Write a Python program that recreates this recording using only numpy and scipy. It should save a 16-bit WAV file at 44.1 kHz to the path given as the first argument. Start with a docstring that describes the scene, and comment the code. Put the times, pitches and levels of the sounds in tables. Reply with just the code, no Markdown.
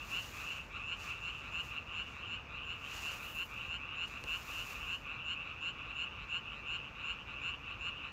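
"""A garden full of tree frogs: one up close calls about three times a second, a rival answers
in each gap, neighbours join in and a far chorus blurs into a trill. Each call is a quickening
train of short pulses that ring in the throat and rise in pitch. Underneath sits a bed of low
outdoor rumble with two faint tones; in the foreground something like cloth brushes softly
now and then, with a few ticks."""
import sys
import numpy as np
from scipy import signal
from scipy.fft import rfft, irfft, next_fast_len
from scipy.io import wavfile

SR = 44100
rng = np.random.default_rng(int(sys.argv[2]) if len(sys.argv) > 2 else 0)


def wrap_up_sound(samples):
    """Save the sound to the file named by the first command line argument, as 16-bit audio."""
    columns = np.atleast_2d(samples).T
    # keep every value between -1 and 1, then stretch to whole-number steps
    tamed = np.clip(columns, -1, 1)
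    steps = np.round(tamed * 32767).astype(np.int16)
    wavfile.write(sys.argv[1], SR, steps)


N = 358091
TIME = np.arange(N) / SR

# tone colour of the bed, the cloth and the path through the plants: (frequency [Hz], level [dB])
RUMBLE_SPECTRUM = [(20, -22), (32, -20), (45, 1), (58, -0.5), (115, -4.5), (170, -10), (285, -13),
                   (370, -17), (500, -15.5), (680, -19), (950, -15.5), (2000, -20.5), (3500, -33),
                   (6500, -35.5), (9000, -51.5)]
MIC_HISS_SPECTRUM = [(8000, -7.5), (11000, -0.5), (12500, 11), (15500, 8.5)]
CLOTH_BODY_SPECTRUM = [(200, -7.5), (600, 2), (1800, 3.5), (3500, -1), (5500, -2.5), (7000, 0.5),
                       (8200, -12.5), (11000, -19), (16000, -34.5)]
CLOTH_HISS_SPECTRUM = [(4000, -30), (7000, -7.5), (8500, -6.5), (11000, -3.5), (12500, 1.5), (15500, 1.5)]
PLANT_PATH_EQ = [(800, -11.5), (1300, 8), (2000, -10.5), (2700, -1.5), (4000, 16.5), (7000, -3.5)]
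# thin tones in the distance: (pitch [Hz], level [dB])
DISTANT_TONES = [(489, -79), (887, -73.5)]
# cloth strokes: (end of attack [s], attack [s], hold [s], body level [dB], hiss over body [dB])
CLOTH_STROKES = [(0.12, 0.24, 0.28, -53.5, -7.5), (0.42, .1, 0.15, -57.5, -10), (0.75, .1, 0.97, -67, -19),
                 (1.0, 0.062, 0.085, -55, -12), (1.22, .1, 0.22, -68, -11.5),
                 (1.65, .2, 0.023, -61.5, -7.5), (2.1, 0.39, 0.039, -64.5, -15),
                 (2.97, .2, .15, -50.5, -10.5), (3.25, 0.36, .14, -59, 0.5), (3.52, 0.19, .13, -64, -9),
                 (4.09, 0.13, 0.027, -60, -11.5), (4.32, 0.17, 0.22, -55.5, -6),
                 (4.56, 0.18, 0.16, -54.5, -5.5), (4.8, 0.12, 0.14, -60, -8)]
# ticks and a soft bump: (time [s], peak level [dB], low-pass cutoff [Hz])
CONTACTS = [(3.743, -49, 9000), (4.079, -46, 8000), (4.239, -37, 4200), (4.24, -41.5, 700)]
# envelope of one call: (time from the climax [s], effort [dB])
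CALL_EFFORT = [(-.068, -24), (-.054, -9), (-.028, -4), (0, 0), (.015, -.5), (.027, -7), (.038, -27)]
# throat resonances; the strongest is retuned to the pitch of each call:
# (frequency [Hz], half-width [Hz], level [dB], relative rise [1/s], growth with effort [dB/dB])
NEIGHBOUR_RESONANCES = [(1122, 83, -22, .05, 0.44), (1418, 208, -14, 1.1, 0.77),
                        (2310, 120, -23, 0.52, 1.1), (2830, 154, 0.35, 1.37, 0.72),
                        (3330, 200, -27.5, 0.53, 0.72), (3760, 350, -33.5, 1.5, 2.3),
                        (7300, 260, -40.5, .2, 0.87)]
RIVAL_RESONANCES = [(1109, 72, -23.5, .05, 0.51), (1423, 180, -12.5, 0.62, 0.48),
                    (2270, 190, -18.5, 0.48, 0.47), (2930, 174, -2, 1.1, 0.59), (3930, 236, -20.5, 1.4, .7),
                    (7200, 330, -34.5, .2, 1.0)]
NEAR_RESONANCES = [(1115, 44, -21, 0.03, 0.13), (1380, 70, -18.5, 0.4, 1.7), (1614, 80, -20, 0.59, 0.6),
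                   (2538, 230, -10.5, 0.37, 2), (2935, 138, -2, 0.93, 0.44), (3530, 90, -28.5, 0.23, 1),
                   (4090, 228, -19, 0.98, .75), (5440, 82, -40, .05, 1), (7120, 277, -20.5, .3, 0.43)]
# the neighbours' calls: (climax time [s], level [dB], pitch [Hz])
NEIGHBOUR_CUES = [(0.019, -41.5, 2660), (0.589, -39, 2660), (0.83, -37, 2620), (1.02, -42, 2780),
                  (1.125, -36, 2670), (1.334, -40.5, 2800), (1.53, -41, 2750), (1.769, -37.5, 2740),
                  (1.929, -41.5, 2830), (2.238, -41, 2890), (2.624, -40, 2820), (2.85, -39, 2870),
                  (3.13, -39.5, 2780), (3.594, -38.5, 2700), (3.83, -38, 2620), (3.9, -40, 2750),
                  (4.16, -41.5, 2720), (4.521, -40.5, 2800), (4.69, -40.5, 2650), (4.83, -37.5, 2800),
                  (5.1, -35.5, 2670), (5.404, -36, 2710), (5.81, -41, 2610), (5.902, -43.5, 2770),
                  (6.06, -38, 2680), (6.21, -44, 2820), (6.52, -38, 2800), (6.854, -39, 2810),
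                  (7.044, -39.5, 2670), (7.2, -41, 2830), (7.37, -38.5, 2730), (7.53, -37.5, 2790),
                  (7.7, -39, 2710), (7.95, -42.5, 2760), (8.04, -43.5, 2710)]
# the near frog's calls: (climax time [s], level [dB], wait until the rival answers [s])
DUET_CUES = [(0.172, -33, 0.25), (0.51, -36, .25), (0.92, -34.5, .18), (1.275, -35.5, 0.2),
             (1.585, -33.5, 0.18), (1.991, -35, 0.2), (2.332, -36.5, 0.22), (2.707, -37.5, 0.19),
             (3.085, -34.5, 0.15), (3.41, -33, 0.23), (3.74, -35, 0.24), (4.025, -34, 0.12),
             (4.335, -32, .17), (4.6, -36, 0.17), (4.93, -33, .21), (5.312, -33.5, 0.16),
             (5.677, -32.5, .225), (6.016, -33, .21), (6.356, -33, 0.22), (6.738, -33, 0.27),
             (7.1, -34, 0.22), (7.479, -33.5, 0.23), (7.865, -33.5, 0.21)]

PITCH_SCATTER_HZ = 20   # call to call, for the near frog and its rival


def from_db(db):
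    """Decibels to gain."""
    return 10 ** (np.asarray(db) / 20)


def rms_one(x):
    """Scale to unit rms."""
    return x / np.sqrt(np.mean(x ** 2) + 1e-20)


def add(out, start_s, sound):
    """Mix a sound in at its cue."""
    at = int(round(start_s * SR))
    first, last = max(at, 0), min(at + len(sound), N)
    if last > first:
        out[first:last] += sound[first - at:last - at]


def coloured(x, spectrum):
    """Shape a signal with a smooth EQ curve; rms 1."""
    hz, db = np.transpose(spectrum)
    size = next_fast_len(N)
    bin_hz = np.maximum(np.fft.rfftfreq(size, 1 / SR), 1)
    gain = from_db(np.interp(np.log(bin_hz), np.log(hz), db))
    return rms_one(irfft(rfft(x, size) * gain, size)[:N])


def lowpass(x, order, cutoff_hz):
    """Roll off the top end."""
    return signal.sosfilt(signal.butter(order, cutoff_hz, fs=SR, output="sos"), x)


def drift(per_s):
    """Smooth random modulation with a spread near 1."""
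    return np.interp(TIME * per_s, np.arange(N), rng.standard_normal(N))


def foliage(x, wet_db, t60_s):
    """Leaves and ground scatter the sound into a short, dull reverb tail."""
    t = np.arange(SR // 2) / SR
    tail = rng.standard_normal(len(t)) * from_db(-60 * t / t60_s)
    tail = lowpass(tail / np.linalg.norm(tail), 1, 5000)
    return x + from_db(wet_db) * signal.fftconvolve(x, tail)[:N]


def outdoor_bed(rumble_db=-53, hiss_db=-85.5):
    """Far outdoor rumble, gently wavering, over faint microphone hiss."""
    rumble = coloured(rng.standard_normal(N), RUMBLE_SPECTRUM) * from_db(.5 * drift(6))
    hiss = coloured(rng.standard_normal(N), MIC_HISS_SPECTRUM)
    return from_db(rumble_db) * lowpass(rumble, 2, 9000) + from_db(hiss_db) * hiss


def distant_tones(waver=.00593):
    """Two thin tones waver in pitch and level far off."""
    out = np.zeros(N)
    for hz, db in DISTANT_TONES:
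        phase = 2 * np.pi * np.cumsum(hz * (1 + waver * drift(8))) / SR
        out += from_db(db) * rms_one(np.sin(phase) * from_db(3 * drift(3.8)))
    return out


def cloth_brushing(rise_db=17.5, release_db_per_s=102.5, scrape_db=1.1, grain_db=1.6):
    """Strokes swell, hold and die away; fibres catch and slip in small scrapes made of tiny grains."""
    body_power = hiss_power = 0
    for s, attack, hold, db, hiss_db in CLOTH_STROKES:
        fade_in_db = rise_db * np.maximum(s - TIME, 0) / attack
        fade_out_db = release_db_per_s * np.maximum(TIME - s - hold, 0)
        power = from_db(np.maximum(db - fade_in_db - fade_out_db, -140)) ** 2
        body_power += power
        hiss_power += power * from_db(hiss_db) ** 2
    texture = rms_one(from_db(scrape_db * drift(70) + grain_db * drift(1500)))
    body = np.sqrt(body_power) * coloured(rng.standard_normal(N), CLOTH_BODY_SPECTRUM)
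    hiss = np.sqrt(hiss_power) * coloured(rng.standard_normal(N), CLOTH_HISS_SPECTRUM)
    return texture * (body + hiss)


def ticks(decay_cycles=60):
    """Small contacts close by; the duller one is, the longer it lasts."""
    out = np.zeros(N)
    t = np.arange(SR // 10) / SR
    for s, db, cutoff_hz in CONTACTS:
        t60_s = decay_cycles / cutoff_hz
        burst = rng.standard_normal(len(t)) * from_db(-60 * t / t60_s)
        burst = lowpass(burst, 2, cutoff_hz)
        add(out, s, from_db(db) * burst / np.abs(burst).max())
    return out


def croak(throat, pitch_hz, pulse_hz, overtone_db, quicken_per_s=2.5, slip_cycles=.012, uneven_db=1.3):
    """Pulses quicken and the throat tightens as pressure builds: (start from climax [s], sound)."""
    effort_s, effort_db = np.transpose(CALL_EFFORT)
    t = np.arange(int((effort_s[-1] - effort_s[0]) * SR)) / SR + effort_s[0]
    cycles = np.cumsum(pulse_hz * (1 + quicken_per_s * t)) / SR
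    pulse_s = np.interp(np.arange(int(cycles[-1]) + 1), cycles, t)
    slip, uneven = rng.standard_normal((2, len(pulse_s)))
    pulse_s += slip_cycles * slip / pulse_hz
    pulse_db = np.interp(pulse_s, effort_s, effort_db) + uneven_db * uneven
    main_hz = max(throat, key=lambda mode: mode[2])[0]   # the strongest resonance
    ring_s = np.arange(-240, 240) / SR   # time around the centre of a pulse
    pulses = 0   # one row per pulse
    for hz, width_hz, db, rise, growth in throat:
        swell = np.exp(-2 * (np.pi * width_hz * ring_s) ** 2)
        in_sac = main_hz / np.sqrt(2) < hz <= main_hz   # vocal sac resonances follow the frog's size
        tuning = pitch_hz / main_hz if in_sac else 1
        ring_hz = hz * tuning * (1 + rise * pulse_s[:, None])
        gain = from_db(db + growth * pulse_db[:, None] + overtone_db * (hz > main_hz))
        pulses += gain * swell * np.sin(2 * np.pi * ring_hz * ring_s)
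    pulses *= signal.windows.tukey(len(ring_s), .5)
    starts = np.round((pulse_s - pulse_s[0]) * SR).astype(int)
    positions = starts[:, None] + np.arange(len(ring_s))
    call = np.bincount(positions.ravel(), pulses.ravel())   # overlap and add the pulses
    return pulse_s[0] + ring_s[0], call


def far_chorus(count=10, level_db=-49.5):
    """Distant frogs keep their own tempo and pitch, and blur into one trill through the plants."""
    out = np.zeros(N)
    for pitch_hz in np.linspace(2470, 2760, count):
        period_s = rng.uniform(.31, .41)
        for s in np.arange(-rng.random() * period_s, N / SR + period_s, period_s):
            pulse_hz = rng.uniform(140, 175)
            offset_s, call = croak(NEIGHBOUR_RESONANCES, pitch_hz, pulse_hz, overtone_db=-3)
            jitter_s = .02 * rng.standard_normal()
            accent_db = .66 * rng.standard_normal()
            add(out, s + offset_s + jitter_s, from_db(accent_db) * call)
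    wash = foliage(out, wet_db=-2.5, t60_s=.55)
    return from_db(level_db) * coloured(wash, PLANT_PATH_EQ)


def rival_and_neighbours(rival_hz=2597, rival_db=-39.5):
    """Mid-distance frogs; the rival, lower and raspier, answers every call of the near frog."""
    cues = []
    for s, _, wait_s in DUET_CUES:
        pitch_hz = rival_hz + PITCH_SCATTER_HZ * rng.standard_normal()
        cues.append((s + wait_s, rival_db, pitch_hz, RIVAL_RESONANCES))
    cues += [(s, db, pitch_hz, NEIGHBOUR_RESONANCES) for s, db, pitch_hz in NEIGHBOUR_CUES]
    out = np.zeros(N)
    for s, db, pitch_hz, throat in cues:
        pulse_hz = 154 + 7 * rng.standard_normal()
        offset_s, call = croak(throat, pitch_hz, pulse_hz, overtone_db=3.5)
        add(out, s + offset_s, from_db(db) * call)
    return foliage(out, wet_db=-4, t60_s=.16)


def near_frog(centre_hz=2817):
    """The lead voice, close enough for the high overtone of its throat to carry."""
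    out = np.zeros(N)
    for s, db, _ in DUET_CUES:
        pulse_hz = 172 + 3 * rng.standard_normal()
        pitch_hz = centre_hz + PITCH_SCATTER_HZ * rng.standard_normal()
        offset_s, call = croak(NEAR_RESONANCES, pitch_hz, pulse_hz, overtone_db=-1.5)
        add(out, s + offset_s, from_db(db) * call)
    return foliage(out, wet_db=-3.5, t60_s=.1)


def scene():
    """The mono mix, from the bed up to the lead frog."""
    backdrop = outdoor_bed() + distant_tones() + cloth_brushing() + ticks()
    frogs = far_chorus() + rival_and_neighbours() + near_frog()
    return (backdrop + frogs)[None, :]


def record(dry):
    """A steep high cut at 15.6 kHz."""
    return signal.sosfilt(signal.ellip(12, .1, 70, 15600, fs=SR, output="sos"), dry)


dry = scene()
out = record(dry)
wrap_up_sound(out)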